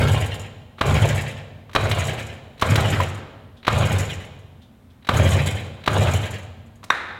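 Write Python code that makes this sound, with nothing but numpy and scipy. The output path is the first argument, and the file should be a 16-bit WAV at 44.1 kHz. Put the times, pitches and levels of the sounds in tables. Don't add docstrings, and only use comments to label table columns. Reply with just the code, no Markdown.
import sys
import numpy as np
from scipy import signal
from scipy.fft import rfft, irfft, next_fast_len
from scipy.io import wavfile
from scipy.ndimage import uniform_filter1d

SR = 44100
rng = np.random.default_rng(int(sys.argv[2]) if len(sys.argv) > 2 else 0)


def wav_out(sig):
    wavfile.write(sys.argv[1], SR, np.round(np.clip(np.atleast_2d(sig).T, -1, 1) * 32767).astype(np.int16))


N = 317107
T = np.arange(N) / SR

# take-up t/s, clunk/dB, push length/s, churn/dB, boom/dB, coasting fade/(dB/s)
KICKS = [(-0.1, -8, 0.25, -23.5, -14, 80), (0.81, -8.5, .25, -23, -14.5, 72),
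         (1.759, -8.5, 0.33, -27, -21.5, 64), (2.621, -8, 0.38, -23.5, -17, 135),
         (3.678, -7, 0.28, -25, -16.5, 76), (5.088, -7.5, 0.3, -23, -15, 65),
         (5.875, -7, .26, -24.5, -17, 87)]


def amp(db):
    return 10 ** (np.asarray(db) / 20)


def unit(x):
    return x / np.sqrt(np.mean(x ** 2) + 1e-20)


def read(points, hz):
    f, value = np.transpose(points)
    return np.interp(np.log(hz + 1), np.log(f), value)


def add(mix, s, sound):
    start = round(s * SR)
    sound = sound[max(-start, 0):]
    part = mix[max(start, 0):][:len(sound)]
    part += sound[:len(part)]


def colour(x, spectrum):
    size = next_fast_len(len(x))
    gain = amp(read(spectrum, np.fft.rfftfreq(size, 1 / SR)))
    return unit(irfft(rfft(x, size) * gain, size)[:len(x)])


def wander(depth_db):
    return amp(depth_db * colour(rng.standard_normal(N), [(30, 0), (90, -60)]).clip(-2, 2))


def swells(rows, rise_s, fall_s):
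    gain, t = np.zeros(N), np.arange(-SR // 20, SR // 5) / SR
    shape = np.where(t < 0, np.exp(-(t / rise_s) ** 2), np.exp(-(abs(t) / fall_s) ** 1.5))
    for s, db in rows:
        add(gain, s + 0.0032 + t[0], amp(db) * shape)
    return gain


def grit(per_s, spread_db, smooth):
    hits = rng.random(N) < per_s / SR
    sizes = amp(spread_db * np.minimum(rng.exponential(1, N), 4))
    return unit(hits * sizes * rng.choice([-1, 1], N)) + smooth * rng.standard_normal(N)


def jingle(x, ring_s, count):
    t, hop = np.arange(SR // 20) / SR, 1000
    turns = rng.standard_normal((count, N // hop + 2))
    out = np.zeros(N)
    for turn in turns:
        share = np.interp(np.arange(N) / hop, np.arange(len(turn)), turn == turns.max(0))
        part = unit(rng.standard_normal(len(t)) * np.exp(-t / ring_s))
        out += signal.oaconvolve(x * np.sqrt(share), part)[:N]
    return out


def metal(x, quality, boost_db):
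    modes_hz = [432, 615, 758, 1040, 1620, 2208, 2448, 2839, 3010, 3207, 3952]
    rings = sum(signal.lfilter(*signal.iirpeak(hz, quality, fs=SR), x) for hz in modes_hz)
    return x + amp(boost_db) * rings


def turning():
    spin_up_s, sag_db_per_s, gear_rise_db, boom_rise_db = 0.086, 14.5, 6.5, 12.5
    gains = np.zeros((2, N))
    for start, _, push_s, gear_db, boom_db, fade_db_per_s in KICKS:
        t = T - start
        slack = np.clip(1 - t / spin_up_s, 0, 1)
        sag_db = sag_db_per_s * np.clip(t - spin_up_s, 0, push_s - spin_up_s)
        loss_db = sag_db + fade_db_per_s * np.maximum(t - push_s, 0)
        gains[0] += (t > 0) * amp(gear_db - gear_rise_db * slack - loss_db)
        gains[1] += (t > 0) * amp(boom_db - boom_rise_db * slack - 1.03 * loss_db)
    return uniform_filter1d(gains, size=300, axis=1)


def spent_db(age_s, hold_s=0.42, db_per_s=86):
    return -db_per_s * np.maximum(age_s - hold_s, 0)


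def gears(churn, pump):
    spectrum = [(70, -10.5), (200, 3), (310, -4.5), (600, -2.5), (1150, -10), (3300, -17), (4800, -29.5),
                (15500, -43)]
    mesh = jingle(grit(per_s=830, spread_db=1.5, smooth=0.65), ring_s=0.002, count=6)
    churning = churn * (1 + 0.23 * pump) * wander(depth_db=1.5) * colour(mesh, spectrum)
    return metal(churning, quality=50, boost_db=-5.5)


def exhaust(boom, pump):
    pipes = [(88, 10.5, -2), (103, 10, -2.5), (142.3, 8.6, -6.5), (191, 40, -13.5)]
    size = next_fast_len(N)
    hz, drone = np.fft.fftfreq(size, 1 / SR), np.zeros(N)
    for centre_hz, width_hz, db in pipes:
        air = rng.standard_normal(size) + 1j * rng.standard_normal(size)
        ring = np.fft.ifft(air / (1 + ((hz - centre_hz) / width_hz) ** 2))[:N]
        drone += amp(db) * unit(ring.real / abs(ring) ** 0.7)
    return boom * (1 + 0.68 * pump) * unit(drone)


def piston_strokes():
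    runs = [(0.009, 0.439, 6, 0.21, -25.5), (0.879, 1.372, 7, 0.13, -22), (1.834, 2.292, 6, 0.1, -23.5),
            (2.707, 3.014, 5, .07, -22.5), (3.738, 4.211, 6, 0.11, -23.5), (5.139, 5.572, 7, 0.19, -22),
            (5.995, 6.337, 5, 0.1, -24)]
    rows, first_stroke_db = [], -5
    for (start, *_), (first, last, count, slowing, db) in zip(KICKS, runs):
        turn = np.linspace(0, 1, count)
        s = first + (last - first) * ((1 - slowing) * turn + slowing * turn ** 4)
        rows += zip(s, db + first_stroke_db * (turn == 0) + spent_db(s - start))
    return rows


def chuffs(strokes):
    spectrum = [(600, -7), (1200, -34), (1650, 3.5), (2900, 1), (3700, -4), (4600, -16), (15000, -33)]
    gasps = jingle(grit(per_s=1400, spread_db=1.5, smooth=0.77), ring_s=0.0026, count=6)
    puffs = swells(strokes, rise_s=0.0092, fall_s=0.041) * colour(gasps, spectrum)
    return metal(puffs, quality=60, boost_db=-8)


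def rattles(churn):
    bursts = [(0.0767, -30.5), (0.1146, -22.5), (0.2024, -26), (1.0725, -26), (1.1538, -30), (1.9954, -28),
              (2.0667, -20), (2.9038, -33), (2.9881, -33.5), (3.983, -18), (4.388, -48), (5.3018, -29),
              (5.4595, -17), (6.134, -22), (6.66, -52), (6.755, -50), (6.965, -52)]
    spectrum = [(3000, -8), (6200, -8.5), (6850, 3.5), (7900, -1.5), (8800, -7), (11600, -8.5),
                (12800, -17.5), (15500, -17.5)]
    shakes, count, gap_s, jitter_s = [], 12, 0.047, 0.0095
    for start, *_ in KICKS:
        offset, strength = rng.standard_normal((2, count))
        age_s = gap_s * np.arange(1, count + 1) + jitter_s * offset
        shakes += zip(start + age_s, -29 + 2.5 * strength + spent_db(age_s))
    shaking = swells(bursts + shakes, rise_s=0.0022, fall_s=0.016)
    shaking += amp(-11) * churn * wander(depth_db=5.5)
    steel = jingle(grit(per_s=580, spread_db=3.5, smooth=1.0), ring_s=0.0021, count=8)
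    return shaking * colour(steel, spectrum)


def engine():
    churn, boom = turning()
    strokes = piston_strokes()
    pump = swells([(s, 0) for s, _ in strokes], rise_s=0.0045, fall_s=0.014)
    casing = amp(-1) * gears(churn, pump) + amp(-8) * chuffs(strokes)
    return casing + amp(-12) * rattles(churn) + amp(-2.5) * exhaust(boom, pump)


def burst(spectrum, rise_s, fall_s):
    t = np.arange(4096) / SR
    shape = (1 - np.exp(-(t / rise_s) ** 2)) * np.exp(-(t / fall_s) ** 2)
    bins = rfft(rng.standard_normal(len(t)) * shape)
    whitened = irfft(bins / abs(bins))
    chatter = colour(whitened, spectrum) * np.sqrt(shape)
    return chatter * np.linalg.norm(shape) / np.linalg.norm(chatter) / shape.max()


def ringing(modes, rise_s):
    t = np.arange(SR // 8) / SR
    ring = sum(amp(db - 60 * t / t60_s) * np.sin(2 * np.pi * (hz * t + rng.random()))
               for hz, db, t60_s in modes)
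    return ring * (1 - np.exp(-(t / rise_s) ** 2))


def ratchet_teeth(count=3, clack_step_db=9.5, tick_step_db=15):
    engages = [(.012, .019, -10, -35), (.0215, 0.009, -20, -53), (0.0097, 0.019, -10, -30),
               (0.01, .017, -10, -29.5), (0.012, .019, -4, -37), (.0195, .0228, -14.5, -44),
               (0.016, 0.023, -8.5, -37)]
    return [(start - lead_s - k * gap_s, clack_db - k * clack_step_db, tick_db - k * tick_step_db)
            for (start, *_), (lead_s, gap_s, clack_db, tick_db) in zip(KICKS, engages)
            for k in range(count)]


def starter():
    jolts = [(0.783, -31, -40, -62), (1.693, -34, -50, -67), (1.749, -11, -30, -46), (1.7588, -34, 2, -56),
             (1.9117, -39, -1, -30), (2.7544, -16, 3, -24), (6.829, -34.5, -52, -60),
             (6.8378, -33, -40, -40)]
    case_modes = [(625, -9.5, 0.058), (1015, -9.5, 0.085), (1150, 6.5, 0.027), (1337, -16.5, 0.042),
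                  (1610, -29, 0.028), (4054, -25, 0.025)]
    pawl_modes = [(3930, -25.5, 0.051), (4430, -31.5, .05)]
    crack = [(100, -0.5), (320, -4.5), (600, -5), (1500, -4.5), (2400, -12), (3900, -12), (4800, -24.5),
             (15000, -43.5)]
    clack = [(700, -5.5), (2300, -3), (3100, -6), (3950, -4), (4800, -20), (9000, -46.5)]
    tick = [(1000, 4), (6000, 4), (15500, -8.5)]
    contact_s = 0.0018
    rings, cracks = np.zeros((2, N))
    for s, db, *_ in KICKS + jolts:
        add(rings, s, amp(db - 4) * ringing(case_modes, rise_s=contact_s))
        add(cracks, s, amp(1.146 * db - 3.5) * burst(crack, rise_s=contact_s, fall_s=0.01))
    for s, *_, clack_db, tick_db in ratchet_teeth() + jolts:
        add(cracks, s, amp(clack_db - 20.5) * burst(clack, rise_s=contact_s, fall_s=0.012))
        add(rings, s, amp(clack_db) * ringing(pawl_modes, rise_s=contact_s))
        add(cracks, s, amp(tick_db - 0.5) * burst(tick, rise_s=0.0034, fall_s=0.012))
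    return rings + metal(cracks, quality=140, boost_db=-4)


def lever_blows():
    bottom_modes = [(1002, 1, 0.048), (1150, -8, .03)]
    thud = [(400, -6.5), (750, -4), (1450, -4.5), (2200, -10), (8000, -37)]
    stop_modes = [(1093, 0, 0.023), (1556, -2, 0.028), (1660, 4, 0.02), (2540, -11, .025),
                  (3720, -12, 0.038), (5780, -17, 0.024)]
    bang = [(250, -11), (700, -6), (1750, 4.5), (2400, -5), (3050, -15.5), (3750, -8), (4700, -25),
            (7500, -27.5), (15000, -38)]
    bottom_s, stop_s = 3.0, 6.9012
    ring, clatter = np.zeros((2, N))
    add(ring, bottom_s, amp(-10.5) * ringing(bottom_modes, rise_s=0.0017))
    add(clatter, bottom_s, amp(-19.5) * burst(thud, rise_s=0.006, fall_s=0.006))
    add(ring, stop_s, amp(-1) * ringing(stop_modes, rise_s=0.0023))
    add(clatter, stop_s, amp(-9) * burst(bang, rise_s=0.0034, fall_s=0.0043))
    return ring, clatter


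def squeaks():
    rubs = [(3.568, -56), (4.617, -56.5), (4.9, -62.5)]
    friction = unit(signal.lfilter(*signal.iirpeak(3450, Q=7, fs=SR), rng.standard_normal(N)))
    return swells(rubs, rise_s=0.0028, fall_s=0.034) * friction


def garage(x):
    decay = [(90, 1.1), (300, 1.52), (800, 1.28), (2000, 1), (4000, 1.16), (8000, 0.65), (15000, 0.22)]
    size, taps_per_s, delay_samples = 3 * SR // 2, 4000, 300
    taps = rng.choice([-1., 1.], size) * (rng.random(size) < taps_per_s / SR)
    taps *= np.arange(size) > delay_samples
    hz, t, bins = signal.stft(taps, SR, nperseg=256)
    fade = amp(-60 * t / read(decay, hz)[:, None])
    tail = signal.istft(bins * fade, SR, nperseg=256)[1]
    return signal.fftconvolve(x, tail / np.linalg.norm(tail))[:N]


def scene():
    room_spectrum = [(30, -1.5), (90, 9.5), (180, -5), (237, 6.5), (310, -11.5), (900, -16.5), (3600, -30),
                     (5500, -37), (15500, -37.5)]
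    motor = engine()
    kick_gear = starter() + squeaks()
    ring, clatter = lever_blows()
    echo = garage(amp(-11.5) * motor + amp(-9) * kick_gear + amp(-4.5) * clatter)
    ambience = amp(-48.5) * colour(rng.standard_normal(N), room_spectrum)
    return (motor + kick_gear + ring + clatter + echo + ambience)[None]


def record(dry):
    low_cut_hz, edge_hz = 48, 16200
    thinned = signal.sosfilt(signal.butter(2, low_cut_hz, "highpass", fs=SR, output="sos"), dry)
    lowpass = signal.firwin(511, edge_hz, window=("kaiser", 9), fs=SR)
    return signal.oaconvolve(np.clip(thinned, -1, 1), lowpass[None], "same")


dry = scene()
out = record(dry)
wav_out(out)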